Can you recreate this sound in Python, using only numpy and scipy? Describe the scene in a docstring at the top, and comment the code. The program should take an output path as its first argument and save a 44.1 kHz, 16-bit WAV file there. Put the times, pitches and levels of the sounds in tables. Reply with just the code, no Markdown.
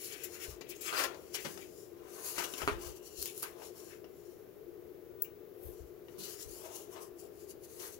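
"""Sticker sheets over a planner

A hand smooths a page and lets it flop; a sheet is lifted and knocked against the book, a sticker is
peeled off and placed, and the sheet slides away. Paper hisses in tiny slips, creases snap, glue crackles,
book and desk ring. A fan drones in the small room. The left microphone port faces the paper, the right
is shaded."""
import sys
import numpy as np
from scipy import signal
from scipy.fft import rfft, irfft, next_fast_len
from scipy.io import wavfile
from scipy.ndimage import map_coordinates

SR = 44100
rng = np.random.default_rng(int(sys.argv[2]) if len(sys.argv) > 2 else 0)


def store_wav(level_fs):
    """Save 16-bit WAV to argv[1]."""
    pcm = np.round(np.clip(np.atleast_2d(level_fs), -1, 1) * 32767)
    wavfile.write(sys.argv[1], SR, pcm.T.astype(np.int16))


N = 352359
TOP_HZ = 15780


def amp(db):
    """Decibels to gain."""
    return 10 ** (np.asarray(db) / 20)


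def unit(x):
    """x at rms 1."""
    return x / np.sqrt(np.mean(x ** 2) + 1e-20)


def at_peak(x, db):
    """x scaled to a peak level."""
    return amp(db) * x / np.abs(x).max()


def along(points, hz):
    """(freq_hz, value) points read on a log axis."""
    freqs, values = np.transpose(points)
    return np.interp(np.log(hz + 1), np.log(freqs + 1), values)


def humps(peaks, hz):
    """Summed gain of (centre_hz, width_hz, level_db) resonances."""
    return sum(amp(db) / (1 + ((hz - centre) / (width / 2)) ** 2) for centre, width, db in peaks)


def wobble(rate_hz):
    """Smooth random curve."""
    knots = rng.standard_normal(int(N * rate_hz / SR) + 4)
    return map_coordinates(knots, [np.arange(N) * rate_hz / SR])


def filtered(x, response):
    """x through a gain that depends on frequency."""
    n = x.shape[-1]
    size = next_fast_len(n + 8192)
    return irfft(rfft(x, size) * response(np.fft.rfftfreq(size, 1 / SR)), size)[..., :n]


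def coloured(x, spectrum):
    """x shaped by (freq_hz, level_db) points, rms 1."""
    return unit(filtered(x, lambda hz: amp(along(spectrum, hz))))


def ports(pan_db):
    """Constant-power gains for a left-minus-right level."""
    pair = np.array([amp(pan_db / 2), amp(-pan_db / 2)])
    return pair / np.sqrt(np.mean(pair ** 2, axis=0))


def add(track, start_s, sound):
    """Mix a sound into the track."""
    part = track[..., max(round(start_s * SR), 0):][..., :sound.shape[-1]]
    part += sound[..., :part.shape[-1]]


def noise_burst(t, t60_s):
    """Decaying white noise."""
    return rng.standard_normal(len(t)) * amp(-60 * t / t60_s)


def ring(modes, attack_s):
    """Damped modes, pitch and strength varied a little per blow, peak 1."""
    t = np.arange(SR // 2) / SR
    struck = [(hz * rng.normal(1, .015), db + rng.normal(0, 1.5), t60) for hz, db, t60 in modes]
    tone = sum(amp(db - 60 * t / t60) * np.sin(2 * np.pi * hz * t) for hz, db, t60 in struck)
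    return at_peak(tone * (1 - np.exp(-t / attack_s)), 0)


def grains(rate_hz, spread_db):
    """Fibres catch and slip: tiny impulses of very unequal size, rms 1."""
    size = amp(spread_db * np.clip(rng.standard_normal(N), -3, 2.5))
    return unit((rng.random(N) < rate_hz / SR) * size * rng.choice([-1, 1], N))


def motion(strokes, drop_db=19, roundness=1.36):
    """Strokes swell and fade: gain per sample and a power-weighted (time_s, resonance_hz) curve."""
    t = np.arange(0, N, 64) / SR
    peak_s, db, rise_s, fall_s, hz = np.transpose(strokes)[:, :, None]
    away = np.abs(t - peak_s) / np.where(t < peak_s, rise_s, fall_s)
    power = amp(db - drop_db * away ** roundness) ** 2 + 1e-20
    gain = np.interp(np.arange(N) / SR, t, np.sqrt(power.sum(axis=0)))
    resonance_hz = (power * hz).sum(axis=0) / power.sum(axis=0)
    return gain, np.column_stack([t, resonance_hz])


def swept(x, curve, boost_db, half_width_oct):
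    """x through a resonance following a (time_s, resonance_hz) curve, at constant power."""
    hz, t, spectra = signal.stft(x, SR, nperseg=512)
    distance_oct = np.log2((hz[:, None] + 1) / np.interp(t, *np.transpose(curve)))
    gain = amp(boost_db * np.exp(-(distance_oct / half_width_oct) ** 2))
    power = np.mean(np.abs(spectra) ** 2, axis=1, keepdims=True)
    gain /= np.sqrt(np.sum(power * gain ** 2, axis=0))
    return unit(signal.istft(spectra * gain, SR, nperseg=512)[1][:N])


# room decay: freq_hz, t60_s
ROOM_DECAY = [(150, 1), (1000, 0.29), (4000, 0.21), (15000, 0.094)]


def in_room(x, near_db, walls_db, tail_db, near_t60_s=0.0064, walls_t60_s=0.11, gap_s=.006):
    """Direct sound, scatter off the desk, then close walls and the room's tail, at two ports."""
    hz, t, spectra = signal.stft(rng.standard_normal((2, SR // 4)), SR, nperseg=256)
    decay = amp(-60 * t / along(ROOM_DECAY, hz)[:, None])
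    tail = signal.istft(spectra * decay, SR, nperseg=256)[1]
    t = np.arange(tail.shape[1]) / SR
    near = rng.standard_normal(tail.shape) * amp(-60 * t / near_t60_s)
    walls = rng.standard_normal(tail.shape) * amp(-60 * t / walls_t60_s) * (t > gap_s)
    parts = (near, near_db), (walls, walls_db), (tail * (t > gap_s), tail_db)
    response = sum(amp(db) * part / np.linalg.norm(part[0]) for part, db in parts)
    response[[0, 1], [0, 8]] += 1  # direct path: left leads by 8 samples
    return signal.fftconvolve(x[None], response / np.linalg.norm(response[0]), axes=1)


def close_by(x):
    """Reflections of a sharp sound just under the microphone."""
    return in_room(x, near_db=-6, walls_db=-1, tail_db=-4, near_t60_s=.016, walls_t60_s=.08, gap_s=.002)


def wandering(x, size=8192, smoothing=.7):
    """A moving sheet meets ever new reflections; its width smooths most of their ripple."""
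    hop = size // 2
    out, padded = np.zeros((2, N + size + hop)), np.pad(x, size)
    fade = np.sqrt(np.hanning(size))
    for start in range(0, N + size, hop):
        echoes = in_room(np.ones(1), near_db=-12, walls_db=3, tail_db=-1, walls_t60_s=.07, gap_s=.001)
        room = rfft(echoes, 3 * size)
        stretch = rfft(np.pad(padded[start:start + size] * fade, (hop, size + hop)))
        add(out, start / SR, irfft(stretch * room / np.abs(room) ** smoothing))
    return out[:, size + hop:]


# duct resonances: centre_hz, width_hz, level_db
DUCT_PEAKS = [(355, 27, 1), (423.2, 94, -3), (630, 15, -17.5)]
# rushing air: freq_hz, level_db
RUSH_SPECTRUM = [(25, -14), (75, -0.5), (130, -2.5), (220, -6.5), (350, -1.5), (600, -5), (900, -15.5),
                 (1500, -18), (4000, -27.5), (6700, -28.5), (8300, -35), (11000, -26.5), (15500, -18)]
# whine: pitch_hz, level_db
WHINE_TONES = [(1082, -90), (1203, -85.5)]
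# fan at the ports: freq_hz, pan_db
FAN_PAN = [(70, -12), (150, -2.5), (250, -5), (360, 13), (700, 8), (1500, 6.5), (4000, 2.5), (7000, 10),
           (9000, 0), (15000, 3)]


def fan():
    """Air drones in a duct, over a soft rush and a thin whine."""
    t = np.arange(N) / SR
    air = rng.standard_normal(N) + 0.54 * rng.standard_normal((2, N))
    drone = unit(filtered(air, lambda hz: humps(DUCT_PEAKS, hz)))
    rush = coloured(0.48 * rng.standard_normal(N) + rng.standard_normal((2, N)), RUSH_SPECTRUM)
    whine = sum(amp(db) * np.sqrt(2) * np.sin(2 * np.pi * hz * t + 0.24 * wobble(9.1))
                for hz, db in WHINE_TONES)
    return filtered(amp(-52) * drone + amp(-58) * rush + whine, lambda hz: ports(along(FAN_PAN, hz)))


# paper sliding on paper and skin: peak_s, level_db, rise_s, fall_s, flap_hz
SLIDE_STROKES = [ (0.07, -44.5, 0.38, 0.15, 9100), (0.245, -49, 0.099, 0.054, 7600),
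                 (0.35, -49.5, 0.11, .08, 6000), (0.44, -39.5, 0.05, 0.033, 5700),
                 (0.5, -47, 0.083, 0.059, 5170), (0.705, -45.5, 0.027, 0.023, 5960),
                 (0.762, -50.5, 0.024, 0.016, 6150), (0.87, -41.5, 0.081, 0.12, 6070),
                 (0.992, -37.5, 0.085, 0.081, 3800), (1.04, -35.5, 0.056, 0.023, 4500),
                 (1.2, -61.5, 0.1, 0.99, 5430), (1.348, -36, 0.017, 0.025, 6450),
                 (1.47, -47.5, 0.2, 0.16, 5740), (1.61, -53, 0.038, 0.069, 5600),
                 (1.8, -57, 0.26, 0.13, 6560), (2.15, -51.5, 0.096, .09, 7550),
                 (2.28, -40, 0.14, 0.13, 10700), (2.41, -38, 0.12, 0.079, 6100),
                 (2.6, -45.5, 0.42, 0.14, 5600), (2.825, -47, 0.033, 0.045, 6000),
                 (2.875, -47.5, 0.13, 0.073, 5370), (2.965, -48, 0.018, 0.021, 7000),
                 (3.07, -47.5, 0.047, 0.032, 5890), (3.215, -42, 0.11, 0.13, 6100),
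                 (3.405, -45, 0.14, 0.11, 11000), (3.66, -50.5, 0.096, 0.063, 6360),
                 (3.78, -52, 0.048, 0.093, 6460), (3.89, -54, 0.17, 0.11, 5900),
                 (4.28, -64, 0.27, 0.2, 6500), (5.78, -63.5, 0.14, 0.18, 7000),
                 (6.12, -65, 0.09, .08, 7040), (6.205, -45, 0.031, 0.27, 5500),
                 (6.3, -47, 0.086, 0.12, 6360), (6.42, -43.5, 0.048, 0.04, 6460),
                 (6.53, -49.5, 0.11, 0.21, 10000), (6.65, -51, 0.2, 0.047, 8500),
                 (6.755, -46.5, 0.086, 0.12, 7900), (6.935, -51, 0.048, 0.026, 8000),
                 (7.03, -51.5, 0.055, 0.057, 8960), (7.2, -54, .035, 0.092, 9000),
                 (7.42, -57.5, 0.11, 0.07, 7950), (7.508, -45.5, 0.034, 0.016, 8500),
                 (7.65, -50, 0.04, 0.012, 11000), (7.72, -53, 0.069, 0.043, 9000),
                 (7.845, -43, 0.11, 0.086, 11100), (7.93, -49, 0.019, 0.05, 7140)]
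# paper hiss: freq_hz, level_db
HISS_SPECTRUM = [(60, -120), (300, -9.5), (1000, -22), (2000, -10), (2600, -5.5), (2900, 0.5), (3250, -4.5),
                 (3700, -4.5), (4350, 0), (5600, 2.5), (7200, 4), (8400, -2.5), (9800, 3), (13000, 2.5),
                 (16000, 2.5)]
# desk reflection as the sheet moves: time_s, lag_ms
ECHO_LAG = [(0.3, 0.72), (0.9, 0.78), (2.3, 0.44), (2.8, 0.64), (3.3, 0.73), (6.25, 0.665), (6.7, 0.3),
            (7.8, 0.49)]


def sliding(pressure_waver_db=1.3):
    """Fine slips hiss, combed by the desk's reflection and coloured by the sheet's free flap."""
    gain, flap = motion(SLIDE_STROKES)
    slips = unit(grains(rate_hz=10000, spread_db=5.5) + 0.25 * grains(rate_hz=260, spread_db=10))
    hiss = coloured(slips, HISS_SPECTRUM)
    n = np.arange(N)
    lag_samples = np.interp(n / SR, *np.transpose(ECHO_LAG)) * SR / 1000
    combed = unit(hiss + .33 * map_coordinates(hiss, [n - lag_samples]))
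    pressure = amp(pressure_waver_db * wobble(45))
    return swept(combed, flap, boost_db=2.74, half_width_oct=0.64) * gain * pressure


# sheet bending and dragging: peak_s, level_db, rise_s, fall_s, pocket_hz
FLEX_STROKES = [(0.03, -56, 0.19, 0.19, 2100), (0.14, -50, 0.08, 0.09, 2010),
                (0.25, -50.5, 0.07, 0.043, 1970), (0.36, -51.5, 0.055, 0.055, 1720),
                (0.435, -46, 0.042, 0.029, 2170), (0.44, -58, 0.24, 0.2, 560),
                (0.51, -61, 0.042, 0.11, 1810), (0.71, -56, 0.12, 0.075, 2220),
                (0.895, -42, 0.087, 0.034, 2220), (0.94, -35.5, 0.014, 0.044, 1410),
                (0.995, -29.5, 0.065, 0.067, 1350), (1.045, -35.5, .03, 0.022, 1370),
                (1.11, -51.5, 0.068, 0.11, 1020), (1.356, -41.5, 0.011, 0.076, 2030),
                (1.47, -54, 0.035, 0.12, 1390), (1.62, -56.5, 0.053, 0.048, 2220),
                (2.22, -55.5, 0.31, 1, 1130), (2.395, -37.5, 0.04, 0.076, 1290),
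                (2.615, -40, 0.049, 0.021, 1340), (2.69, -42, 0.013, 0.094, 1260),
                (2.85, -53, .1, 0.079, 1080), (3.275, -55.5, 0.028, 0.064, 2940),
                (3.435, -45.5, 0.014, 0.065, 1350), (3.63, -52.5, 0.21, 0.057, 850),
                (3.8, -62.5, 0.13, 0.2, 1050), (3.92, -57.5, 0.053, 0.05, 1720),
                (5.67, -58.5, 0.14, 0.12, 620), (6.27, -60.5, 0.19, 0.31, 1360),
                (6.68, -52, 0.17, 0.22, 900), (6.96, -51.5, 0.071, 0.073, 1020),
                (7.24, -62.5, 0.1, 0.1, 700), (7.83, -51.5, 0.066, 0.096, 1110)]
# open book's resonances: centre_hz, width_hz, level_db
PAGE_PEAKS = [(646, 25, -3), (1045, 30, 0), (1222, 35, 0), (1346, 25, -2), (1542, 14, 3), (2283, 16, -2),
              (2603, 14, -2)]
# paper body: freq_hz, level_db
BODY_SPECTRUM = [(40, -70), (130, -52), (300, -22), (480, 11), (650, 4), (790, -1), (1050, -4), (1250, -7),
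                 (1800, -3.5), (2600, 2), (3500, 2.5), (4500, -2), (6000, -1.5), (12000, -9)]


def flexing(pressure_waver_db=1.7):
    """Coarse slips of a bending sheet sound the book and the air pocket under the sheet."""
    gain, pocket = motion(FLEX_STROKES)
    slips = grains(rate_hz=4000, spread_db=5)
    body = coloured(filtered(slips, lambda hz: 1 + humps(PAGE_PEAKS, hz)), BODY_SPECTRUM)
    pressure = amp(pressure_waver_db * wobble(55))
    return swept(body, pocket, boost_db=17.6, half_width_oct=0.95) * gain * pressure


# creases: start_s, level_db, pan_db, t60_s, tilt_db_per_oct
CREASE_SNAPS = [(0.121, -36.5, 18, 0.065, -4.5), (0.158, -50, 12, .012, -12), (0.2333, -28.5, 9, 0.055, 5),
                (0.609, -34.5, 5.5, 0.028, -11), (0.688, -36, 23, 0.077, 8), (0.807, -34.5, 11, 0.092, 2),
                (.927, -24, -11, 0.011, -13.5), (0.976, -23, -8, 0.2, -6), (1.038, -15, -5, 0.0043, -6),
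                (1.1448, -35.5, 2, 0.0051, -13), (1.3429, -22.5, -6, 0.043, -7.5),
                (1.4465, -25.5, -1.5, 0.064, -11.5), (1.575, -32.5, 1, .008, -9.5),
                (2.379, -22.5, -2, 0.042, -5.5), (2.4393, -23.5, -1, 0.017, -5.5),
                (2.537, -26.5, 2, 0.013, -8.5), (2.577, -30, 0.5, 0.03, -2), (2.6182, -26, 0, 0.027, -15),
                (3.257, -25.5, 0, 0.012, -3.5), (3.4248, -20.5, -12.5, 0.04, -2),
                (3.619, -37.5, 2, 0.01, -19), (4.043, -40, 8, 0.0084, -14.5), (6.083, -46, 9, 0.013, -16),
                (6.182, -32.5, -26, 0.071, -4), (7.7943, -35, -4, 0.051, -6.5)]


def snaps(rise_share=.07):
    """A crease in stiff paper gives way in a short, ragged burst."""
    out, t = np.zeros((2, N)), np.arange(SR // 8) / SR
    for start_s, db, pan_db, t60_s, tilt in CREASE_SNAPS:
        def colour(hz):
            tilt_db = tilt * np.log2(np.clip(hz, 1000, TOP_HZ))
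            return amp(along(HISS_SPECTRUM, hz) + tilt_db) * (hz < TOP_HZ)

        burst = noise_burst(t, t60_s) * (1 - np.exp(-t / (rise_share * t60_s)))
        snap = filtered(np.pad(burst, (16, 0)), colour)
        add(out, start_s, ports(pan_db)[:, None] * close_by(at_peak(snap, db)))
    return out


# hands leaning on the desk: start_s, level_db
DESK_PUSHES = [(.475, -44), (2.632, -42), (2.707, -35.5), (2.86, -43), (3.178, -49.5), (5.64, -42.5),
               (5.798, -44), (6.443, -47)]
# microphone stand: pitch_hz, level_db, t60_s
STAND_MODES = [(47.3, -8, 0.28), (65.8, 3, 0.14), (79, 3, 0.073), (119.6, -6.5, 0.16)]


def bumps(scatter_s=0.017):
    """Pushes on the desk shake the stand: low shudders, different at each port."""
    out = np.zeros((2, N))
    for start_s, db in DESK_PUSHES:
        for port, gain in zip(out, ports(9.5)):
            onset_s = start_s + scatter_s * rng.random()
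            add(port, onset_s, gain * amp(db) * ring(STAND_MODES, attack_s=0.026))
    return out


# sheet's edge: peak_s, level_db, rise_s, fall_s, centre_hz, width_hz
EDGE_SCRAPES = [(0.862, -47.5, 0.026, 0.12, 1300, 400), (0.88, -44.5, 0.091, 0.033, 7450, 1300),
                (0.985, -36.5, 0.033, 0.05, 4740, 800), (0.99, -39, 0.078, 0.056, 1370, 650),
                (2.8, -65, 0.81, 0.56, 2850, 260), (3.205, -53, 0.056, 0.099, 4300, 700),
                (5.665, -52.5, 0.1, 0.1, 13300, 5000), (6.21, -51, 0.027, 0.14, 4240, 900),
                (6.97, -56.5, 0.065, 0.15, 1120, 260), (7.84, -60.5, 0.07, 0.09, 1880, 500)]


def scrapes():
    """An edge catches in quick slips that ring one resonance of the sheet."""
    slips, out = grains(rate_hz=2300, spread_db=6), np.zeros(N)
    for peak_s, db, rise_s, fall_s, centre_hz, width_hz in EDGE_SCRAPES:
        gain, _ = motion([(peak_s, db, rise_s, fall_s, centre_hz)])
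        out += gain * unit(filtered(slips, lambda hz: humps([(centre_hz, width_hz, 0)], hz)))
    return out


# blows on the book: start_s, book_db, desk_db, pan_db
BOOK_KNOCKS = [(.927, -13.5, -60, -40), (0.991, -23, -56, -29),  (1.448, -43, -26, -30),
               (2.382, -17, -43, -11.5), (2.6187, -23, -60, 6), (2.6767, -3, -62, -13),
               (2.684, -17.5, -55, 5), (3.430, -21, -60, -17), (3.618, -43, -69, -6),
               (4.0427, -43.5, -66, -6), (6.0843, -44, -55, -8), (6.182, -38, -33, -29)]
# cover and pages: pitch_hz, level_db, t60_s
BOOK_MODES = [(354, -25, 0.59), (420.6, -13, 0.1), (730, -14, 0.027), (1040, -12.5, 0.042),
              (1310, 6, 0.011), (1407, -18, 0.051), (1830, -9, 0.014), (2190, -0.5, 0.0074),
              (2600, -29, 0.0098)]
# desk: pitch_hz, level_db, t60_s
DESK_MODES = [(150, -1.5, 0.1), (186.5, 2.5, 0.085), (225, -4.5, 0.08), (331, -6, 0.064)]


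def knocks():
    """Sheet edge and hand slap the damped book; the desk thuds and the walls answer."""
    out, t = np.zeros((2, N)), np.arange(SR // 2) / SR
    for start_s, book_db, desk_db, pan_db in BOOK_KNOCKS:
        slap = coloured(rng.standard_normal(len(t)), BODY_SPECTRUM) * amp(-60 * t / 0.018)
        book = amp(book_db) * (ring(BOOK_MODES, attack_s=.0001) + 0.085 * slap)
        thud = amp(desk_db) * ring(DESK_MODES, attack_s=0.026)
        knock = in_room(book + thud, near_db=-34, walls_db=-1.5, tail_db=-13.5)
        add(out, start_s, ports(pan_db)[:, None] * knock)
    return out


# wire loop: start_s, level_db, pitch_hz, t60_s
WIRE_PING = (1.341, -36, 5480, .03)


def binding():
    """The page's holes catch on the wire binding; one loop rings."""
    out = np.zeros((2, N))
    start_s, db, hz, t60_s = WIRE_PING
    add(out, start_s, close_by(amp(db) * ring([(hz, 0, t60_s)], attack_s=.001)))
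    return out


def glue_tick(spectrum, db, t60_s, tail_db):
    """One short, bright crack of glue with the room behind it."""
    t = np.arange(SR // 8) / SR
    crack = coloured(np.pad(noise_burst(t, t60_s), (16, 0)), spectrum)
    crack = filtered(crack, lambda hz: hz < TOP_HZ)
    return in_room(at_peak(crack, db), near_db=-14, walls_db=-9, tail_db=tail_db, gap_s=.002)


# glue giving way: start_s, level_db
PEEL_CRACKLES = [(3.2167, -23), (3.2265, -18.5), (3.2575, -21), (3.277, -28), (3.2995, -31), (3.3482, -35),
                 (3.378, -25), (3.3982, -30), (3.4235, -28), (3.4285, -23)]
# crackle: freq_hz, level_db
PEEL_SPECTRUM = [(1500, -13), (3000, -16), (6000, -4), (11000, 3)]


def peeling():
    """The sticker leaves its backing in a run of dry crackles."""
    out = np.zeros((2, N))
    for start_s, db in PEEL_CRACKLES:
        add(out, start_s, glue_tick(PEEL_SPECTRUM, db, t60_s=.005, tail_db=-12))
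    return out


# glue leaving the fingertip: start_s, level_db, pan_db, t60_s
RELEASE_TICKS = [(5.2215, -14.5, 2, .009), (5.2283, -29, 2, .004)]
# tick: freq_hz, level_db
RELEASE_SPECTRUM = [(1000, -38), (4000, -38), (6000, -24), (8300, -22), (9800, -17), (11500, -15),
                    (13500, -3), (15600, 3)]
# freed end: start_s, level_db, t60_s
END_QUIVER = (5.246, -45, .075)
# its resonances: centre_hz, width_hz, level_db
END_PEAKS = [(2350, 350, -4), (2780, 400, 0), (5950, 600, -5), (7000, 1500, -11)]


def sticker_release():
    """Glue parts from the fingertip with a high tick; the sticker's freed end quivers."""
    out, t = np.zeros((2, N)), np.arange(SR // 8) / SR
    for start_s, db, pan_db, t60_s in RELEASE_TICKS:
        add(out, start_s, ports(pan_db)[:, None] * glue_tick(RELEASE_SPECTRUM, db, t60_s, tail_db=-9))
    start_s, db, t60_s = END_QUIVER
    quiver = filtered(noise_burst(t, t60_s), lambda hz: humps(END_PEAKS, hz))
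    add(out, start_s, close_by(at_peak(quiver, db)))
    return out


# port shading, added to each paper and book event's pan: freq_hz, pan_db
PAPER_PAN = [(100, 28.5), (350, 6), (650, 11.5), (1200, 10.5), (2600, 20), (4400, 15), (6300, 23.5),
             (7600, 36), (8700, -2.5), (9600, 7), (11500, 3), (15500, 10.5)]


def scene():
    """Paper and book at the two ports, with the stand's shudders and the fan."""
    rubbing = wandering(sliding() + flexing() + scrapes())
    paper = rubbing + snaps() + peeling() + binding() + sticker_release() + knocks()
    shaded = filtered(paper, lambda hz: ports(along(PAPER_PAN, hz)))
    return shaded + bumps() + fan()


def record(dry):
    """The microphone passes nothing above its band limit."""
    return filtered(dry, lambda hz: hz < TOP_HZ)


dry = scene()
out = record(dry)
store_wav(out)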